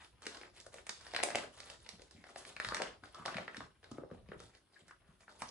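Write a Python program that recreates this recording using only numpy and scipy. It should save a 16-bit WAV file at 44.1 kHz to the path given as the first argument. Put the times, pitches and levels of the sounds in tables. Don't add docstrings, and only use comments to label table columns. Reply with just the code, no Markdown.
import sys
import numpy as np
from scipy import signal
from scipy.fft import rfft, irfft, next_fast_len
from scipy.io import wavfile
from scipy.ndimage import uniform_filter1d

SR = 44100
rng = np.random.default_rng(int(sys.argv[2]) if len(sys.argv) > 2 else 0)


def waveform_to_disk(signal):
    frames = np.transpose(np.atleast_2d(signal))
    scaled = np.clip(frames, -1, 1) * 32767
    samples = np.round(scaled).astype(np.int16)
    wavfile.write(sys.argv[1], SR, samples)


N = 242902

# time in s, panel level in dB, panel pitch in Hz, bag-air level in dB,
# crack level in dB, crack centre in Hz, left-right balance in dB.
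CREASE_SNAPS = [(0.22, -52.5, 1400, -62, -47, 6160, 1), (0.2555, -44, 2000, -63, -42.5, 6640, 1),
                (0.266, -32.5, 2000, -41, -32.5, 5950, -2), (0.346, -47.5, 1390, -61, -45, 4400, -3),
                (0.37, -48.5, 1540, -56, -45, 4830, 0), (0.413, -43.5, 1970, -52.5, -49, 4330, 1),
                (0.433, -43, 1750, -60, -59, 3910, 1), (0.601, -52.5, 1960, -61, -44, 5700, -2),
                (0.664, -48.5, 1550, -45.5, -49, 6730, -1), (0.741, -46, 2100, -47, -42, 7200, 1),
                (0.783, -43, 1960, -61, -63, 5270, -3), (0.867, -42.5, 2070, -52.5, -42, 7400, -1),
                (0.893, -31, 2010, -44.5, -30, 5560, -1), (1.01, -49.5, 1730, -61.5, -52, 5190, -6),
                (1.066, -42.5, 1860, -48.5, -47.5, 4600, -1), (1.117, -46, 2320, -57, -50, 5000, 2),
                (1.136, -38.5, 1870, -34.5, -41, 4490, -3), (1.147, -28.5, 2100, -34, -30.5, 3870, 1.5),
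                (1.163, -25.5, 1640, -57, -23.5, 3430, -1), (1.188, -36, 1930, -36.5, -53, 4400, 4),
                (1.201, -31, 1870, -36.5, -50, 4400, 1), (1.229, -36, 2270, -39.5, -34, 4300, 15),
                (1.235, -20.5, 2330, -25.5, -20.5, 8030, -5), (1.286, -37.5, 1780, -33, -54, 5870, 5),
                (1.303, -35.5, 1720, -48, -38, 5320, -3), (1.348, -26, 2000, -30, -48, 5260, -2),
                (1.355, -25, 2320, -26.5, -26.5, 6400, 1), (1.372, -44, 1730, -37.5, -52, 4800, -2),
                (1.385, -31, 2030, -49, -38, 4430, 0), (1.442, -58, 1970, -41.5, -61, 5560, 1),
                (1.602, -41.5, 2080, -50.5, -41, 5000, -2), (1.699, -44, 2600, -54.5, -41.5, 5370, -3),
                (1.863, -48.5, 2220, -58, -50, 4260, 1), (1.89, -44.5, 2200, -54.5, -36.5, 4800, -9.5),
                (1.994, -55, 1850, -52, -57, 4770, 3), (2.018, -54, 2140, -52, -48.5, 6000, -1),
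                (2.11, -54.5, 1710, -60.5, -45, 5800, 1), (2.24, -44, 1750, -54, -53, 4560, -2),
                (2.266, -55, 1590, -53.5, -51, 4800, 0), (2.289, -50, 1630, -55, -66, 5630, -2),
                (2.359, -39, 1780, -39.5, -45, 4030, -0.5), (2.451, -39.5, 1890, -59, -44.5, 4830, -3),
                (2.565, -36.5, 1960, -48, -40.5, 4300, 0), (2.6, -23, 1920, -41, -33.5, 4230, -0.5),
                (2.647, -28, 1800, -47, -32.5, 4530, 0.5), (2.687, -31.5, 1560, -45, -31, 4170, 0),
                (2.721, -30, 1330, -34.5, -54, 4320, -2), (2.746, -30, 1880, -45, -26.5, 5950, -1),
                (2.767, -30, 1700, -51, -32, 5550, 2), (2.8, -36, 1270, -32.5, -59, 5180, 3),
                (2.819, -24.5, 1820, -32, -31.5, 5560, -0.5), (3.036, -41.5, 1380, -73, -53.5, 4710, 1),
                (3.057, -52, 2040, -52, -47, 4100, 1), (3.146, -54, 1310, -55, -45, 4330, 0),
                (3.183, -51, 1120, -53, -57, 6070, -4), (3.253, -35.5, 1730, -44, -45, 4850, -2),
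                (3.259, -31, 1180, -35.5, -30, 4600, -0.5), (3.279, -32.5, 1350, -42, -46, 4670, -2),
                (3.288, -37.5, 1210, -52, -47, 5000, 6), (3.343, -36, 1810, -45, -43.5, 4140, 1),
                (3.368, -28, 2180, -41.5, -36, 4300, -2), (3.383, -30, 1910, -34.5, -49, 4410, 0),
                (3.479, -33, 1820, -43.5, -50, 3910, -2), (3.545, -38, 1810, -52, -49, 4410, -4),
                (3.568, -40, 2060, -72, -38.5, 4840, 1), (3.605, -36.5, 1290, -45, -48, 3900, -2),
                (3.83, -56, 1660, -59, -64, 4830, -1), (3.841, -51.5, 1560, -53.5, -50.5, 3900, 0),
                (3.913, -48, 1120, -48, -48, 6400, 1), (3.982, -46, 1260, -38.5, -62, 6340, 0.5),
                (4.034, -55, 1380, -39, -75, 4300, 2), (4.102, -52, 1195, -63, -87, 6200, 0.5),
                (4.113, -47.5, 1270, -40, -58.5, 4880, 1), (4.287, -52.5, 2120, -52, -57, 4640, 0),
                (4.317, -39.5, 1550, -40, -57, 3820, -1), (4.343, -52, 1290, -51, -75, 4740, 5),
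                (4.402, -48, 1620, -50.5, -44, 6150, 0), (4.55, -53, 1840, -61, -53.5, 4820, -2),
                (4.881, -54, 1680, -60, -53, 6950, -2), (4.909, -43, 1520, -77, -58, 4780, -3),
                (5.206, -57, 1940, -62, -59.5, 6700, 0), (5.279, -44.5, 1560, -55, -81, 5360, -1),
                (5.292, -50, 1460, -66, -58.5, 4850, -1), (5.419, -31.5, 1420, -43, -33.5, 6150, -1.5),
                (5.489, -63, 1460, -58, -45.5, 5530, -8)]


def snaps():
    # time in s, pitch in Hz.
    bag_air_hz = [(.3, 437), (.9, 627), (1.3, 640), (2.1, 500), (2.4, 705), (2.8, 523), (3.3, 654),
                  (4.0, 498), (4.3, 416), (5.28, 650), (5.42, 530)]
    full_tear_s, tear_spread_db = 0.001, 2
    full_force_db, slowing = -25, 0.15
    out = np.zeros((2, N))
    noises = rng.standard_normal((len(CREASE_SNAPS), 2, 2048))
    for row, noise in zip(CREASE_SNAPS, noises):
        s, panel_db, panel_hz, air_db, crack_db, crack_hz, balance_db = row
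        lacking_db = full_force_db - max(panel_db, crack_db)
        tear_db = tear_spread_db * noise[0, 0] + slowing * lacking_db
        tear_s = np.clip(full_tear_s * gain_of(tear_db), 0.0003, 0.006)
        fine = tear_burst(noise[0], tear_s, pulse=3.9)
        coarse = tear_burst(noise[1], tear_s, pulse=5.23)

        coloured = np.convolve(fine, ring(crack_hz, 0.39, size=64))[:2048]
        crack = 0.45 * peaked(np.diff(fine, prepend=0)) + 1.1 * peaked(coloured)
        pop = np.convolve(coarse, ring(panel_hz, 0.52, size=256))[:2048]
        air = ring(np.interp(s, *np.transpose(bag_air_hz)), 0.65, size=2048)

        sides = gain_of([[balance_db / 2], [-balance_db / 2]])
        paper = gain_of(panel_db) * peaked(pop) + gain_of(crack_db) * peaked(crack)
        add(out, s - 0.0003, paper * sides)
        add(out, s + 0.94 * tear_s, gain_of(air_db) * air * sides)
    return out


def tear_burst(noise, tear_s, pulse):
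    u = np.arange(len(noise)) / SR / tear_s
    swell = np.sqrt(u * np.exp(1 - u))
    burst = noise * swell
    add(burst, 0.8 * tear_s, np.array([pulse]))
    z = rfft(burst)
    flatter = z / (np.abs(z) + 1e-9) ** 0.7
    return irfft(flatter, len(noise)) * swell


def rustle():
    # frequency in Hz, relative level in dB per Hz.
    paper_colour = [(71, -42), (120, -11), (289, -9), (377, -4.5), (644, -5), (999, -9.5), (1610, -7.5),
                    (6870, -16), (8640, -26.5), (10700, -17.5), (11500, -38), (15000, -68), (22000, -120)]
    buckles_per_s = 2500
    clumps = evened(uniform_filter1d(uniform_filter1d(rng.standard_normal(N), size=400), size=400))
    chance, big, patch = rng.random((3, N))
    sizes = gain_of(-3.0 * np.log(big + 0.0073) + 2.0 * clumps) * (chance < buckles_per_s / SR)
    rub = 0.56 * np.sqrt(np.mean(sizes ** 2)) * gain_of(2.4 * clumps) * rng.standard_normal(N)

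    pitches_hz = np.geomspace(150, 10500, num=28)
    parts = np.zeros((3, N))
    for k, hz in enumerate(pitches_hz):
        grain = ring(hz, 1.0, size=2048)
        grain = grain / np.linalg.norm(grain) * np.sqrt(hz) * gain_of(read(paper_colour, hz))
        buckles = sizes * (np.floor(patch * len(pitches_hz)) == k)
        train = buckles + np.roll(rub, k * 7) / np.sqrt(len(pitches_hz))
        parts[int(hz > 850) + int(hz > 3300)] += signal.oaconvolve(train, grain)[:N]
    powers = rubbing() + settling()
    return sum(np.sqrt(power) * evened(part) for power, part in zip(powers, parts))


def rubbing():
    # start in s, length in s, level in dB, hollow and crisp part in dB against that level.
    rubs = [(0, 0.046, -63, -5.5, -2.5), (0.226, 0.13, -62, -2.5, -2), (.35, 0.12, -66.5, 1, -5),
            (0.538, 0.075, -72, 2, 5.5), (0.718, 0.076, -67.5, 3, 0), (.93, 0.14, -69.5, -5, 1),
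            (1.02, 0.11, -64.5, -8, -1.5), (1.13, 0.066, -56.5, -14, -12), (1.27, 0.15, -53, -13, -14),
            (1.52, 0.18, -67, -4.5, 0), (1.65, 0.099, -66, -2, -0.5), (1.798, 0.15, -70.5, -1.5, 0.5),
            (2.0, 0.068, -76.5, 0.5, 1.5), (2.11, 0.11, -78, 0, 3.5), (2.25, 0.13, -72.5, 4.5, 0.5),
            (2.37, 0.054, -65, -3, -2.5), (2.45, 0.057, -62, -2, -2.5), (2.62, 0.085, -59.5, -2, 0.5),
            (2.73, 0.15, -54, -3.5, -32), (3.029, 0.098, -71.5, 0.5, -1.5), (3.149, 0.073, -65.5, 0, -6.5),
            (3.28, 0.14, -57, -4.5, -13.5), (3.48, 0.16, -65, -3, -9.5), (3.83, 0.052, -70.5, 0.5, -6.5),
            (3.915, .06, -72.5, 2.5, -5), (4.115, 0.033, -72.5, 5, -4), (4.29, 0.053, -72, -6, -8),
            (4.375, 0.092, -72.5, 2, 2.5), (4.53, 0.046, -77, 0, 1), (4.72, 0.091, -75.5, 0, 0.5),
            (4.869, 0.031, -77, 0, 1), (5.07, 0.065, -80.5, -2.5, -0.5), (5.204, .015, -73.5, -2, 1.5),
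            (5.28, 0.085, -77, 7.5, 4.5), (5.39, 0.1, -65.5, -7, -2)]
    # level in dB of the hollow, middle and crisp part.
    hold_db = (-80, -76, -93)
    rise_s, fade_db_per_s = 0.0047, 301
    out = gain_of(hold_db)[:, None] ** 2 * np.ones(N)
    t = np.arange(SR // 2) / SR
    for s, length_s, db, hollow_db, crisp_db in rubs:
        fade_db = fade_db_per_s * np.maximum(t - length_s, 0)
        shape = np.minimum(t / rise_s, 1) * gain_of(db - fade_db)
        add(out, max(s, 0), (gain_of([[hollow_db], [0], [crisp_db]]) * shape) ** 2)
    return out


def settling():
    # level in dB against the snap's, 60 dB decay time in s.
    crinkle = [(-24.5, 0.44), (-35, 0.24), (-32.5, 0.25)]
    rise_s = 0.0049
    out, t = np.zeros((3, N)), np.arange(SR // 2) / SR
    below_db, t60_s = np.transpose(crinkle)[..., None]
    fade = (gain_of(below_db - 60 * t / t60_s) * np.minimum(t / rise_s, 1)) ** 2
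    for s, panel_db, _, air_db, crack_db, *_ in CREASE_SNAPS:
        add(out, s, gain_of([[air_db], [panel_db], [crack_db]]) ** 2 * fade)
    return out


def noise_swells():
    # start in s, length in s, level in dB, centre in Hz, width in Hz.
    swells = [(.001, 0.03, -60.5, 1340, 1720), (0.544, 0.066, -67, 2060, 895),
              (2.147, 0.095, -71.5, 2090, 590), (2.368, 0.033, -57.5, 7050, 7200),
              (2.459, 0.047, -60.5, 6550, 7950), (2.705, 0.02, -47, 1130, 497),
              (2.805, 0.013, -39.5, 580, 300), (3.143, 0.021, -55, 1256, 340),
              (3.18, 0.054, -57, 1180, 400), (4.534, 0.026, -70.5, 1940, 920),
              (4.757, 0.0174, -62.5, 1770, 500), (4.883, 0.022, -64.5, 1660, 494),
              (5.074, 0.06, -72.5, 1300, 695), (5.385, 0.042, -66, 8200, 7000),
              (5.482, 0.014, -53.5, 5500, 1200)]
    out = np.zeros(N)
    noises = rng.standard_normal((len(swells), 2, 8000))
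    for (s, length_s, db, hz, width_hz), noise in zip(swells, noises):
        edges_hz = [max(hz - width_hz / 2, 100), min(hz + width_hz / 2, 12000)]
        band = signal.butter(2, edges_hz, "band", fs=SR)
        lumps = gain_of(0.48 * evened(uniform_filter1d(noise[1], size=200)))
        size = int(np.clip(length_s, 0.005, 0.15) * SR)
        swell = evened(signal.lfilter(*band, noise[0] * lumps))[1000:1000 + size]
        add(out, s, gain_of(db) * swell * signal.windows.tukey(len(swell), 0.4))
    return out


def thuds():
    # row time in s, level in dB, pitch in Hz.
    bumps = [(0.259, -61, 294), (1.34, -47.5, 200), (1.93, -55, 182), (2.144, -53.5, 179),
             (2.178, -57, 250), (2.663, -48, 112), (3.026, -56, 231), (3.193, -49.5, 194),
             (3.266, -56, 131), (3.351, -41.5, 200), (3.576, -45, 248), (3.622, -55, 151),
             (3.912, -41.5, 249), (3.982, -42, 280), (4.114, -43.5, 200), (4.27, -66, 72),
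             (4.286, -51.5, 182), (4.357, -52, 139), (4.817, -61, 176), (5.083, -59.5, 178),
             (5.419, -50.5, 260)]
    out = np.zeros(N)
    for s, db, hz in bumps:
        push_s = s + 0.8 / hz
        add(out, push_s, gain_of(db) * ring(hz, 0.56, size=4096))
        add(out, push_s + 1.64 / hz, gain_of(db - 7) * ring(0.59 * hz, 0.35, size=4096))
    return out


def ports(x):
    # frequency in Hz, phase lead of the left in radians.
    left_lead_rad = [(500, .05), (900, -.2), (1800, .01), (2600, -.3), (3100, -1.9), (3900, -2.2),
                     (4800, -1.4), (5500, -2.1), (6300, -.8), (8000, -2.2), (9500, -1.6), (11000, -.3)]
    # frequency in Hz, left-right balance in dB.
    port_balance_db = [(125, 1.3), (900, 2.6), (2200, 2.2), (3100, 7), (3900, -.5), (4300, -5), (5500, -7),
                       (6400, -1.2), (9300, -2.1), (11000, -.8)]
    size = next_fast_len(N + 2048)
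    hz = np.fft.rfftfreq(size, 1 / SR)
    half = gain_of(read(port_balance_db, hz) / 2) * np.exp(1j * read(left_lead_rad, hz) / 2)
    return irfft(rfft(x, size) * np.array([half, 1 / half]), size)[:, :N]


def kitchen(x):
    # frequency in Hz, 60 dB decay time in s.
    decay_s = [(150, 0.35), (660, 0.27), (1740, 0.23), (4600, 0.36), (10000, 0.28)]
    # frequency in Hz, reverberant level in dB.
    tail_db = [(150, -0.5), (600, -2), (1200, 1), (2500, -4), (5000, -0.5), (10000, -3.5)]
    # frequency in Hz, left-right likeness from -1 to 1.
    tail_likeness = [(100, .93), (270, .75), (550, .1), (1200, -.1), (2500, .1), (6000, .05)]
    rise_s, half_cycles_per_s = 0.0013, 2.287
    hz, t = np.fft.rfftfreq(512, 1 / SR), np.arange(220) * 128 / SR
    t60_s = read(decay_s, hz)[:, None]
    colour = gain_of(read(tail_db, hz))[:, None]
    turn = np.arange(N) / SR * half_cycles_per_s
    out = 0
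    for k in range(3):
        z = pair(read(tail_likeness, hz), len(t)) * gain_of(-60 * t / t60_s) / np.sqrt(t60_s)
        flat = signal.istft(z, nperseg=512, noverlap=384)[1]
        tail = signal.istft(z * colour, nperseg=512, noverlap=384)[1]
        rise = np.clip(np.arange(tail.shape[1]) / SR / rise_s, 0, 1)
        tail = tail * rise / np.linalg.norm(flat[0])
        share = np.sqrt(2 / 3) * np.cos(np.pi * (turn + k / 3))
        out = out + signal.fftconvolve((x * share)[None], tail, axes=1)[:, :N]
    return out


def hush():
    # frequency in Hz, relative level in dB per Hz.
    hush_colour = [(12, -33), (25, -10.5), (50, 0), (90, -5.5), (200, -17.5), (400, -19.5), (1740, -34),
                   (3000, -26.5), (5000, -26), (8000, -32.5), (10300, -28.5), (11000, -28)]
    # frequency in Hz, left-right likeness.
    hush_likeness = [(50, 0.95), (300, 0.52), (1000, .3), (5000, 0.12)]
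    # time in s, swell of the low rumble in dB.
    rumble_db = [(0, -1), (.5, 2.5), (1, 2), (1.5, 0), (2, 2.5), (2.5, 2.5), (3, 3.5), (3.5, -5.5),
                 (3.999, 5), (4.4, 8.5), (4.7, -9), (5.5, 2)]
    level_db, patch_db, rumble_top_hz = -69, 2.0, 200
    frames, hz = N // 256 + 5, np.fft.rfftfreq(1024, 1 / SR)
    patches = rng.standard_normal((frames, 513)).T
    patches = evened(uniform_filter1d(uniform_filter1d(patches, size=8, axis=0), size=20, axis=1))
    swell_db = np.interp(np.arange(frames) * 256 / SR, *np.transpose(rumble_db))
    swell_db = swell_db / (1 + (hz[:, None] / rumble_top_hz) ** 4)
    shape_db = read(hush_colour, hz)[:, None] + patch_db * patches + swell_db
    z = pair(read(hush_likeness, hz), frames) * gain_of(shape_db)
    return gain_of(level_db) * evened(signal.istft(z, nperseg=1024, noverlap=768)[1][:, :N])


def suppress(x, margin_db=9.5, slope=0.55):
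    hz, _, z = signal.stft(x, SR, nperseg=512)
    power = (np.abs(z) ** 2).mean(0)
    power = uniform_filter1d(uniform_filter1d(power, size=15, axis=0), size=5, axis=1)
    level_db = 10 * np.log10(np.abs(power) + 1e-16)
    quiet_db = np.percentile(level_db, 5, axis=1, keepdims=True)
    active = ((hz > 400) & (hz < 10500))[:, None]
    cut_db = slope * np.clip(quiet_db + margin_db - level_db, 0, 15) * active
    return signal.istft(z / gain_of(cut_db), SR, nperseg=512)[1][:, :N]


def gain_of(db):
    return 10 ** (np.asarray(db) / 20)


def evened(x):
    return x / np.sqrt(np.mean(x ** 2) + 1e-20)


def peaked(x):
    return x / np.abs(x).max()


def read(points, hz):
    f, value = np.transpose(points)
    return np.interp(np.log(hz + 1), np.log(f + 1), value)


def add(mix, s, sound):
    part = mix[..., round(s * SR):][..., :sound.shape[-1]]
    part += sound[..., :part.shape[-1]]


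def ring(hz, cycles, size):
    turns = np.arange(size) / SR * hz
    u = turns / cycles
    return u * np.exp(1 - u) * np.sin(2 * np.pi * turns)


def pair(same, frames):
    a, b, c, d = rng.standard_normal((frames, len(same), 4)).T
    same = np.clip(same, -1, 1)[:, None]
    left, other = a + 1j * b, c + 1j * d
    return np.array([left, same * left + np.sqrt(1 - same ** 2) * other])


def scene():
    sheet_low_hz = 130
    high_pass = signal.butter(2, sheet_low_hz, "high", fs=SR, output="sos")
    paper = signal.sosfilt(high_pass, snaps() + rustle() + noise_swells())
    bag = paper + thuds()
    return ports(bag) + kitchen(bag.mean(0)) + hush()


def record(dry):
    # frequency in Hz, response in dB.
    microphone_db = [(15, -21), (30, -12.5), (50, 2.5), (2500, -0.5), (3500, 4), (5000, 1), (6500, -2),
                     (8500, 3.5), (9500, 4.5), (10500, 1.5), (11200, -2)]
    edge_hz = 11150
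    size = next_fast_len(N + 8192)
    response = gain_of(read(microphone_db, np.fft.rfftfreq(size, 1 / SR)))
    heard = irfft(rfft(dry, size) * response, size)[:, :N]
    low_pass = signal.firwin(401, edge_hz, window=("kaiser", 7), fs=SR)
    return signal.oaconvolve(suppress(heard), low_pass[None], "same")


dry = scene()
out = record(dry)
waveform_to_disk(out)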